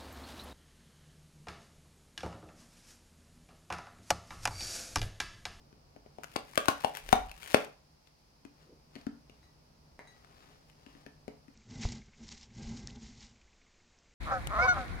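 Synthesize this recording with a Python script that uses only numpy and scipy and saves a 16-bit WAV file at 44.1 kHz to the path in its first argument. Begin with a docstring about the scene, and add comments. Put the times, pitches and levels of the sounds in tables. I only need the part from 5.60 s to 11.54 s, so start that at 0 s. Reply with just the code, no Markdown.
"""A puffed-rice ball crushed by hand near the left microphone; small room, faint rumble and hiss.
0.1-0.7 s: hand and ball bump softly, the first grains pop.
0.7-2 s: the sugar shell snaps six times, ringing shell and palm hollow; grains crackle in between.
From 2.8 s: soft bumps, fingers rubbing over the grains, a few stray pops.
3.8-4.5 s: light touches make a china saucer clack and ring. Last bumps by 5.9 s."""
import sys
import numpy as np
from scipy import signal
from scipy.fft import rfft, irfft, next_fast_len
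from scipy.io import wavfile

SR = 44100
rng = np.random.default_rng(int(sys.argv[2]) if len(sys.argv) > 2 else 0)


def waveform_to_disk(signal):
    """Save audio, clipped to [-1, 1], as 16-bit WAV at the path in sys.argv[1]."""
    frames = np.transpose(np.atleast_2d(signal))
    scaled = np.clip(frames, -1, 1) * 32767
    samples = np.round(scaled).astype(np.int16)
    wavfile.write(sys.argv[1], SR, samples)


N = 261954

# room decay: f/Hz, t60/s
ROOM_DECAY = [(100, 0.36), (300, 0.31), (800, 0.35), (2500, 0.32), (6000, .3), (15000, 0.13)]
# diffuse tail colour: f/Hz, gain/dB
ROOM_EQ = [(60, -15), (180, -6.5), (350, -9.5), (800, -3.5), (2400, -2.5), (3600, -3.5), (6000, -4.5),
           (8000, -7), (11000, -4), (16000, -2)]
# standing waves: f/Hz, level/dB, t60/s
STANDING_WAVES = [(95.85, -13, .3), (235, -1.5, 0.35), (284.7, 1, 0.33), (427.5, 4.5, 0.28),
                  (617, -11.5, 0.53), (770, -10.5, .52), (842, -14.5, 0.2), (1345, -22.5, 0.24)]
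# nearest walls: delay/s, gain/dB
WALL_ECHOES = [(0.0166, -25.5), (.027, -20.5)]
# rumble envelope: t/s, relative level/dB
RUMBLE_ENVELOPE = [(0.0, -63.5), (0.38, -63), (1.83, -63), (2.15, -67), (2.46, -70), (3.26, -64),
                   (5.94, -64)]
# rumble shape: f/Hz, relative density/dB
RUMBLE_SPECTRUM = [(15, -41), (25, -9.5), (59, -0.5), (119, -11), (151, 0.5), (189, -14.5), (220, -10.5),
                   (356, -16.5), (756, -19), (1500, -27), (1950, -55.5), (3300, -120)]
# rumble stereo image: f/Hz, left-right correlation
RUMBLE_COHERENCE = [(60, 0.91), (240, 0.94), (950, -0.36), (3770, -0.9), (15000, 0.96)]
# hiss shape: f/Hz, relative density/dB
HISS_SPECTRUM = [(500, -4), (900, -2), (1500, -10.5), (2500, -10), (3600, -13), (5000, -4), (6200, -12),
                 (7500, -19.5), (9000, -18.5), (12000, -21), (16000, -24.5)]
# hand movements: t/s, half width/s, f/Hz, level/dB
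HAND_SHIFTS = [(1.602, 0.12, 40.4, -42), (1.75, .15, 45.6, -61), (3.119, 0.052, 362.5, -60)]
# saucer touches, relative levels: t/s, clack/dB, ring/dB
SAUCER_TOUCHES = [(3.83, -56, -64.5), (4.3923, -33.5, -65), (4.4544, -52, -88), (4.4739, -47, -54.5)]
# china resonances: f/Hz, level/dB, t60/s
SAUCER_MODES = [(1946, -5.5, 0.31), (3930, -3.5, 0.12), (6480, -11.5, 0.14), (8900, -11.5, 0.11)]
# china clack shape: f/Hz, relative level/dB
CLACK_SPECTRUM = [(150, 7), (700, 14), (1400, 7.5), (2100, 10.5), (3000, -9), (10000, -14.5),
                  (16000, -28.5)]
# finger strokes: t/s, half width/s, level/dB
FINGER_STROKES = [(3.02, 0.054, -64.5), (3.39, 0.066, -60), (3.8, 0.12, -71), (4.55, .15, -67.5),
                  (4.84, 0.17, -60), (5.32, 0.16, -62), (5.848, .2, -81)]
# skin friction shape: f/Hz, relative level/dB
RUB_SPECTRUM = [(150, 3), (800, 5), (2700, -2.5), (4500, -5), (10000, -16), (16000, -22)]
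# hand-ball contacts, relative levels: t/s, thud/dB, thud/Hz, knock/dB, knock/Hz, tick/dB, tick/Hz
HAND_BUMPS = [(0.128, -55.5, 290, -33, 395, -56, 1500), (0.363, -42.5, 297, -29, 637, -52, 1460),
              (0.462, -58, 286, -30, 580, -57, 1440), (0.585, -40.5, 285, -21, 680, -48.5, 1320),
              (2.851, -36, 288, -34, 299, -44, 2440), (3.3547, -36.5, 307, -54, 600, -40.5, 4360),
              (3.362, -31.5, 270, -27.5, 600, -46.5, 2160), (3.467, -19, 260.6, -25.5, 690, -38, 1420),
              (3.697, -57, 290, -33, 462, -48.5, 2830), (5.264, -40, 272, -36, 530, -46.5, 2767),
              (5.351, -43, 285, -46, 454, -53, 1800), (5.464, -38.5, 286, -25.5, 530, -42.5, 1750),
              (5.6803, -33.5, 290, -16, 510, -40.5, 703), (5.882, -40, 280, -48, 450, -56, 2010)]
# bursting grains, relative levels: t/s, level/dB, f/Hz, cutoff/Hz, crumbs/dB
GRAIN_POPS = [(0.635, -32, 1500, 12000, -68), (0.643, -31, 1430, 8900, -60), (0.935, -39, 1118, 6000, -67),
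              (0.956, -30.5, 2180, 16100, -70), (1.057, -29.5, 1110, 13890, -66),
              (1.103, -28.5, 1450, 13900, -61), (1.207, -37.5, 1185, 8910, -64),
              (1.351, -30, 2000, 14000, -68.5), (1.371, -30.5, 1510, 11990, -42),
              (1.49, -29.5, 765, 11000, -47), (1.695, -39.5, 2930, 4960, -67.5),
              (1.715, -35, 2630, 16100, -73.5), (1.8236, -39, 2350, 15130, -73.5),
              (1.831, -35.5, 3233, 14000, -66.5), (1.841, -39, 7150, 15700, -60),
              (1.861, -37, 3000, 12000, -65), (2.047, -34.5, 900, 12000, -65.5),
              (2.473, -49, 3550, 4935, -68), (3.413, -46, 4560, 5000, -81), (4.647, -45.5, 1360, 2900, -76),
              (5.099, -53, 2960, 8900, -62)]
# grain tick shape: f/Hz, relative level/dB
GRAIN_SPECTRUM = [(100, -19), (600, 0.5), (1500, 1), (2700, 1.5), (4500, -5), (7000, -7), (10000, -7),
                  (13000, -10), (16000, -15)]
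# shell snap shape: f/Hz, relative level/dB
SNAP_SPECTRUM = [(60, -19), (300, -2.5), (1200, 9), (2100, 1.5), (2750, 4), (4200, -1), (5200, -3.5),
                 (6800, -9), (8600, -6), (10500, -7.5), (13000, -17), (16000, -15.5)]
# shell fractures, relative levels: t/s, snap/dB, shell/dB, shell/Hz, shell t60/s, opening delay/s,
# hollow/dB, hollow/Hz, hollow t60/s, push/dB, push/Hz, shard/Hz, crackle/dB
FRACTURES = [(0.7592, -27, -20.5, 1110, 0.007, .0035, -4, 667, 0.003, -22, 330, 4700, -55),
             (0.9761, -3, -23.5, 1203, 0.075, .0012, -6, 592, 0.0094, -18.5, 310, 3800, -58),
             (1.0837, -1.5, -13, 1090, 0.043, .002, -12.5, 688, 0.024, -11, 295, 2859, -51.5),
             (1.2385, -30, -27.5, 950, 0.028, .008, -3.5, 774, 0.01, -18.5, 280, 2800, -47.5),
             (1.5279, -1, -16.5, 1000, 0.017, .0005, -1, 741, 0.036, -8, 245, 3640, -49),
             (1.9445, -6.5, -3, 1393, 0.0044, .0009, 3.5, 547, 0.0076, -10, 295, 2730, -40.5)]

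GRAIN_BANDS_HZ, GRAIN_SCATTER_DB = [700, 1600, 3200, 6000, 11000], 2
GRAINS_PER_S, RUB_TICKS_PER_S = 550, 3000
GRIP_S, RELEASE_S, GRIP_DB = 0.88, 1.8, -63
STRAIN_DB_PER_S, RELAX_DB_PER_S, CRUMBS_DB_PER_S = 102.5, 166.5, 599.5
DEBRIS_DB, DEBRIS_DB_PER_S = -42.5, 235  # level re snap
THUD_T60_S, KNOCK_T60_S = 0.044, 0.0071
OVERTONE_RATIO, OVERTONE_DB = 1.33, -6  # re first shell mode
PALM_MODE_RATIO, PALM_MODE_DB = 0.57, -5.5  # re push
SECOND_SNAP_DB, SHARD_DB = -8.5, -20  # re hollow
CEILING, BAND_LIMIT_HZ = 0.95, 16400


def amp(db):
    """dB to gain."""
    return 10 ** (np.asarray(db) / 20)


def unit_rms(x):
    """Scale to rms 1."""
    return x / np.sqrt(np.mean(x ** 2) + 1e-20)


def log_interp(points, hz):
    """Read (f/Hz, value) points on a log axis."""
    points_hz, values = np.transpose(points)
    return np.interp(np.log(hz + 1), np.log(points_hz), values)


def filtered(x, response):
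    """Apply response(hz) by FFT."""
    size = next_fast_len(N + SR // 2)
    return irfft(rfft(x, size) * response(np.fft.rfftfreq(size, 1 / SR)), size)[..., :N]


def coloured(x, spectrum, size=2048):
    """Minimum-phase filter of energy 1; attacks stay sharp."""
    cepstrum = irfft(np.log(amp(log_interp(spectrum, np.fft.rfftfreq(size, 1 / SR)))))
    cepstrum[1:size // 2] *= 2
    cepstrum[size // 2 + 1:] = 0
    kernel = irfft(np.exp(rfft(cepstrum)))
    return signal.fftconvolve(x, kernel / np.linalg.norm(kernel))[:N]


def add(track, at_s, sound):
    """Mix sound into track."""
    start = max(round(at_s * SR), 0)
    track[start:start + len(sound)] += sound[:N - start]


def decay(t60_s):
    """Exponential decay, 0.5 s long."""
    return amp(-60 * np.arange(SR // 2) / SR / t60_s)


def swell(peak_s, rise_db_per_s, fall_db_per_s):
    """Gain rising to 1 at peak_s, then falling."""
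    t = np.arange(N) / SR - peak_s
    return amp(np.minimum(rise_db_per_s * t, -fall_db_per_s * t))


def ring(hz, t60_s):
    """Damped sine."""
    return np.sin(2 * np.pi * hz * np.arange(SR // 2) / SR) * decay(t60_s)


def puff(hz, t60_s):
    """Ringing air pocket: no net volume flow, so little sound far below its pitch."""
    return signal.lfilter(*signal.butter(2, 0.48 * hz, "highpass", fs=SR), ring(hz, t60_s))


def burst(t60_s, splinters):
    """One sharp release, then a dying spray of tiny ones."""
    spray = rng.standard_normal(SR // 2) * decay(t60_s)
    spray *= splinters / np.linalg.norm(spray)
    spray[0] = 1
    return spray


def tick(cutoff_hz):
    """Low-passed burst of one grain."""
    return signal.lfilter(*signal.butter(1, cutoff_hz, fs=SR), burst(t60_s=0.015, splinters=1.5))


def room(x):
    """Diffuse stereo tail plus standing waves."""
    hz, t, noise = signal.stft(rng.standard_normal((2, SR // 2)), SR, nperseg=256)
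    damping = amp(-60 * t / log_interp(ROOM_DECAY, hz)[:, None])
    tail = signal.istft(noise * damping, SR, nperseg=256)[1][:, :SR // 2]
    tail *= 1 - decay(0.01)  # echo build-up
    tail /= np.linalg.norm(tail[0])
    diffuse = signal.fftconvolve(x[None], tail, axes=1)[:, :N]
    diffuse = filtered(diffuse, lambda f: amp(log_interp(ROOM_EQ, f)))
    modes = sum(amp(db) * ring(f, t60_s) * 2 * np.log(1000) / (t60_s * SR)
                for f, db, t60_s in STANDING_WAVES)
    return diffuse + amp(4.5) * signal.fftconvolve(x, modes)[:N]


def placed(x, right_db, room_db, lag_s=0.00043):
    """Right microphone weaker and lag_s later; room in both."""
    right = filtered(x, lambda hz: amp(right_db) * np.exp(-2j * np.pi * hz * lag_s))
    return np.array([x, right]) + amp(room_db) * room(x)


def background():
    """Drifting room rumble, steady microphone hiss."""
    def mid_side_gains(hz):
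        angle = np.arccos(log_interp(RUMBLE_COHERENCE, hz)) / 2
        return amp(log_interp(RUMBLE_SPECTRUM, hz)) * [np.cos(angle), np.sin(angle)]

    mid, side = filtered(rng.standard_normal((2, N)), mid_side_gains)
    rumble = unit_rms(np.array([mid + side, mid - side]))
    rumble_db = np.interp(np.arange(N) / SR, *np.transpose(RUMBLE_ENVELOPE)) + 0.5
    hiss = filtered(rng.standard_normal((2, N)), lambda hz: amp(log_interp(HISS_SPECTRUM, hz)))
    return amp(rumble_db) * rumble + amp(-68.5) * unit_rms(hiss)


def hand_shifts():
    """The moving hand gives low swells of noise."""
    t, swells = np.arange(N) / SR, np.zeros(N)
    for at_s, width_s, hz, db in HAND_SHIFTS:
        band = filtered(rng.standard_normal(N), lambda f: np.exp(-(2 * np.log((f + 1) / hz)) ** 2))
        swells += amp(db) * unit_rms(band) * np.exp(-((t - at_s) / width_s) ** 2)
    return swells * amp([[0], [-0.5]])


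def saucer():
    """China clacks under a damped touch, rings under a free one."""
    clacks, rings = np.zeros((2, N))
    modes = sum(amp(db) * ring(hz, t60_s) for hz, db, t60_s in SAUCER_MODES)
    for at_s, clack_db, ring_db in SAUCER_TOUCHES:
        add(clacks, at_s, amp(clack_db) * burst(t60_s=0.01, splinters=0.28))
        add(rings, at_s, amp(ring_db) * modes)
    return placed(amp(11.5) * coloured(clacks, CLACK_SPECTRUM) + rings, right_db=-3, room_db=2, lag_s=0)


def rubbing():
    """Skin drags over rough grains: dense ticks, swelling with each stroke."""
    t = np.arange(N) / SR
    pressure = sum(amp(db) * np.exp(-((t - at_s) / width_s) ** 2) for at_s, width_s, db in FINGER_STROKES)
    ticks = unit_rms(rng.standard_normal(N) * (rng.random(N) < RUB_TICKS_PER_S / SR))
    return placed(coloured(ticks * pressure, RUB_SPECTRUM), right_db=-9, room_db=-6)


def bumps():
    """Soft contact: thud, finger-damped knock of the ball, dull tick of a covered grain."""
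    thuds, ticks, rings = np.zeros((3, N))
    for at_s, thud_db, thud_hz, knock_db, knock_hz, tick_db, tick_hz in HAND_BUMPS:
        for db, hz, t60_s in (thud_db, thud_hz, THUD_T60_S), (knock_db, knock_hz, KNOCK_T60_S):
            attack = 1 - decay(t60_s=6 / hz)
            add(thuds, at_s, amp(db + 3) * puff(hz, t60_s) * attack)
        add(ticks, at_s, amp(tick_db) * tick(cutoff_hz=3800))
        add(rings, at_s, amp(tick_db) * puff(tick_hz, t60_s=0.016))
    grains = amp(15) * coloured(ticks, GRAIN_SPECTRUM) + rings
    return placed(thuds, right_db=-12, room_db=-6) + placed(grains, right_db=-11, room_db=-6)


def pops():
    """A whole grain bursts: crisp tick, very short ring."""
    ticks, rings = np.zeros((2, N))
    for at_s, db, hz, cutoff_hz, _ in GRAIN_POPS:
        add(ticks, at_s, amp(db) * tick(cutoff_hz))
        add(rings, at_s, amp(db) * puff(hz, t60_s=0.0086))
    return placed(amp(11) * coloured(ticks, GRAIN_SPECTRUM) + rings, right_db=-12, room_db=-11)


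def crackle():
    """Tiny grains fail at random under the grip, loudest round each fracture and pop."""
    t = np.arange(N) / SR
    grip = amp(GRIP_DB - RELAX_DB_PER_S * np.maximum(t - RELEASE_S, 0)) * (t > GRIP_S)
    strain = sum(amp(db) * swell(at_s, STRAIN_DB_PER_S, RELAX_DB_PER_S) for at_s, *_, db in FRACTURES)
    debris = sum(amp(snap_db + DEBRIS_DB - DEBRIS_DB_PER_S * np.abs(t - at_s)) * (t > at_s)
                 for at_s, snap_db, *_ in FRACTURES)
    crumbs = sum(amp(db) * swell(at_s, CRUMBS_DB_PER_S, CRUMBS_DB_PER_S) for at_s, *_, db in GRAIN_POPS)
    envelope = np.sqrt(grip ** 2 + strain ** 2 + debris ** 2 + crumbs ** 2)
    size_db = 3.5 * np.minimum(rng.exponential(size=N), 3)
    impulses = amp(size_db) * rng.choice([-1, 1], N)
    impulses *= rng.random(N) < GRAINS_PER_S / SR
    grains = np.zeros(N)
    for centre_hz in GRAIN_BANDS_HZ:
        band = [(hz, hz == centre_hz) for hz in GRAIN_BANDS_HZ]
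        scatter = amp(GRAIN_SCATTER_DB * rng.standard_normal(N))  # own colour per grain
        grains += filtered(impulses * scatter, lambda hz: log_interp(band, hz))
    return placed(coloured(unit_rms(grains) * envelope, GRAIN_SPECTRUM), right_db=-13.5, room_db=-5.5)


def shell_cracks():
    """The shell snaps and rings, then opens: second snap, shard, palm hollow, push of air."""
    snaps, rings, pushes = np.zeros((3, N))
    for (at_s, snap_db, shell_db, shell_hz, shell_t60_s, delay_s,
         hollow_db, hollow_hz, hollow_t60_s, push_db, push_hz, shard_hz, _) in FRACTURES:
        overtone = amp(OVERTONE_DB) * puff(OVERTONE_RATIO * shell_hz, shell_t60_s)
        add(snaps, at_s, amp(snap_db) * burst(t60_s=0.027, splinters=0.99))
        add(rings, at_s, amp(shell_db) * (puff(shell_hz, shell_t60_s) + overtone))
        open_s = at_s + delay_s
        shard = amp(SHARD_DB) * ring(shard_hz, t60_s=0.009)
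        palm_mode = amp(PALM_MODE_DB) * puff(PALM_MODE_RATIO * push_hz, t60_s=0.017)
        add(snaps, open_s, amp(hollow_db + SECOND_SNAP_DB) * burst(t60_s=0.025, splinters=1))
        add(rings, open_s, amp(hollow_db) * (puff(hollow_hz, hollow_t60_s) + shard))
        add(pushes, open_s, amp(push_db) * (puff(push_hz, t60_s=0.022) + palm_mode))
    direct = amp(5) * coloured(snaps, SNAP_SPECTRUM) + rings
    echoed = filtered(direct, lambda hz: 1 + sum(amp(db) * np.exp(-2j * np.pi * hz * echo_s)
                                                 for echo_s, db in WALL_ECHOES))
    return placed(echoed, right_db=-12.5, room_db=-9) + placed(pushes, right_db=-25, room_db=-13)


def scene():
    """Stereo sum of all sources."""
    crush = shell_cracks() + crackle() + pops()
    handling = rubbing() + bumps() + saucer() + hand_shifts()
    return background() + handling + crush


def record(dry):
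    """Soft clip, then steep low-pass."""
    rounded = dry / (1 + np.abs(dry / CEILING) ** 6) ** (1 / 6)
    return filtered(rounded, lambda hz: 1 / (1 + (hz / BAND_LIMIT_HZ) ** 120))


dry = scene()
out = record(dry)
waveform_to_disk(out)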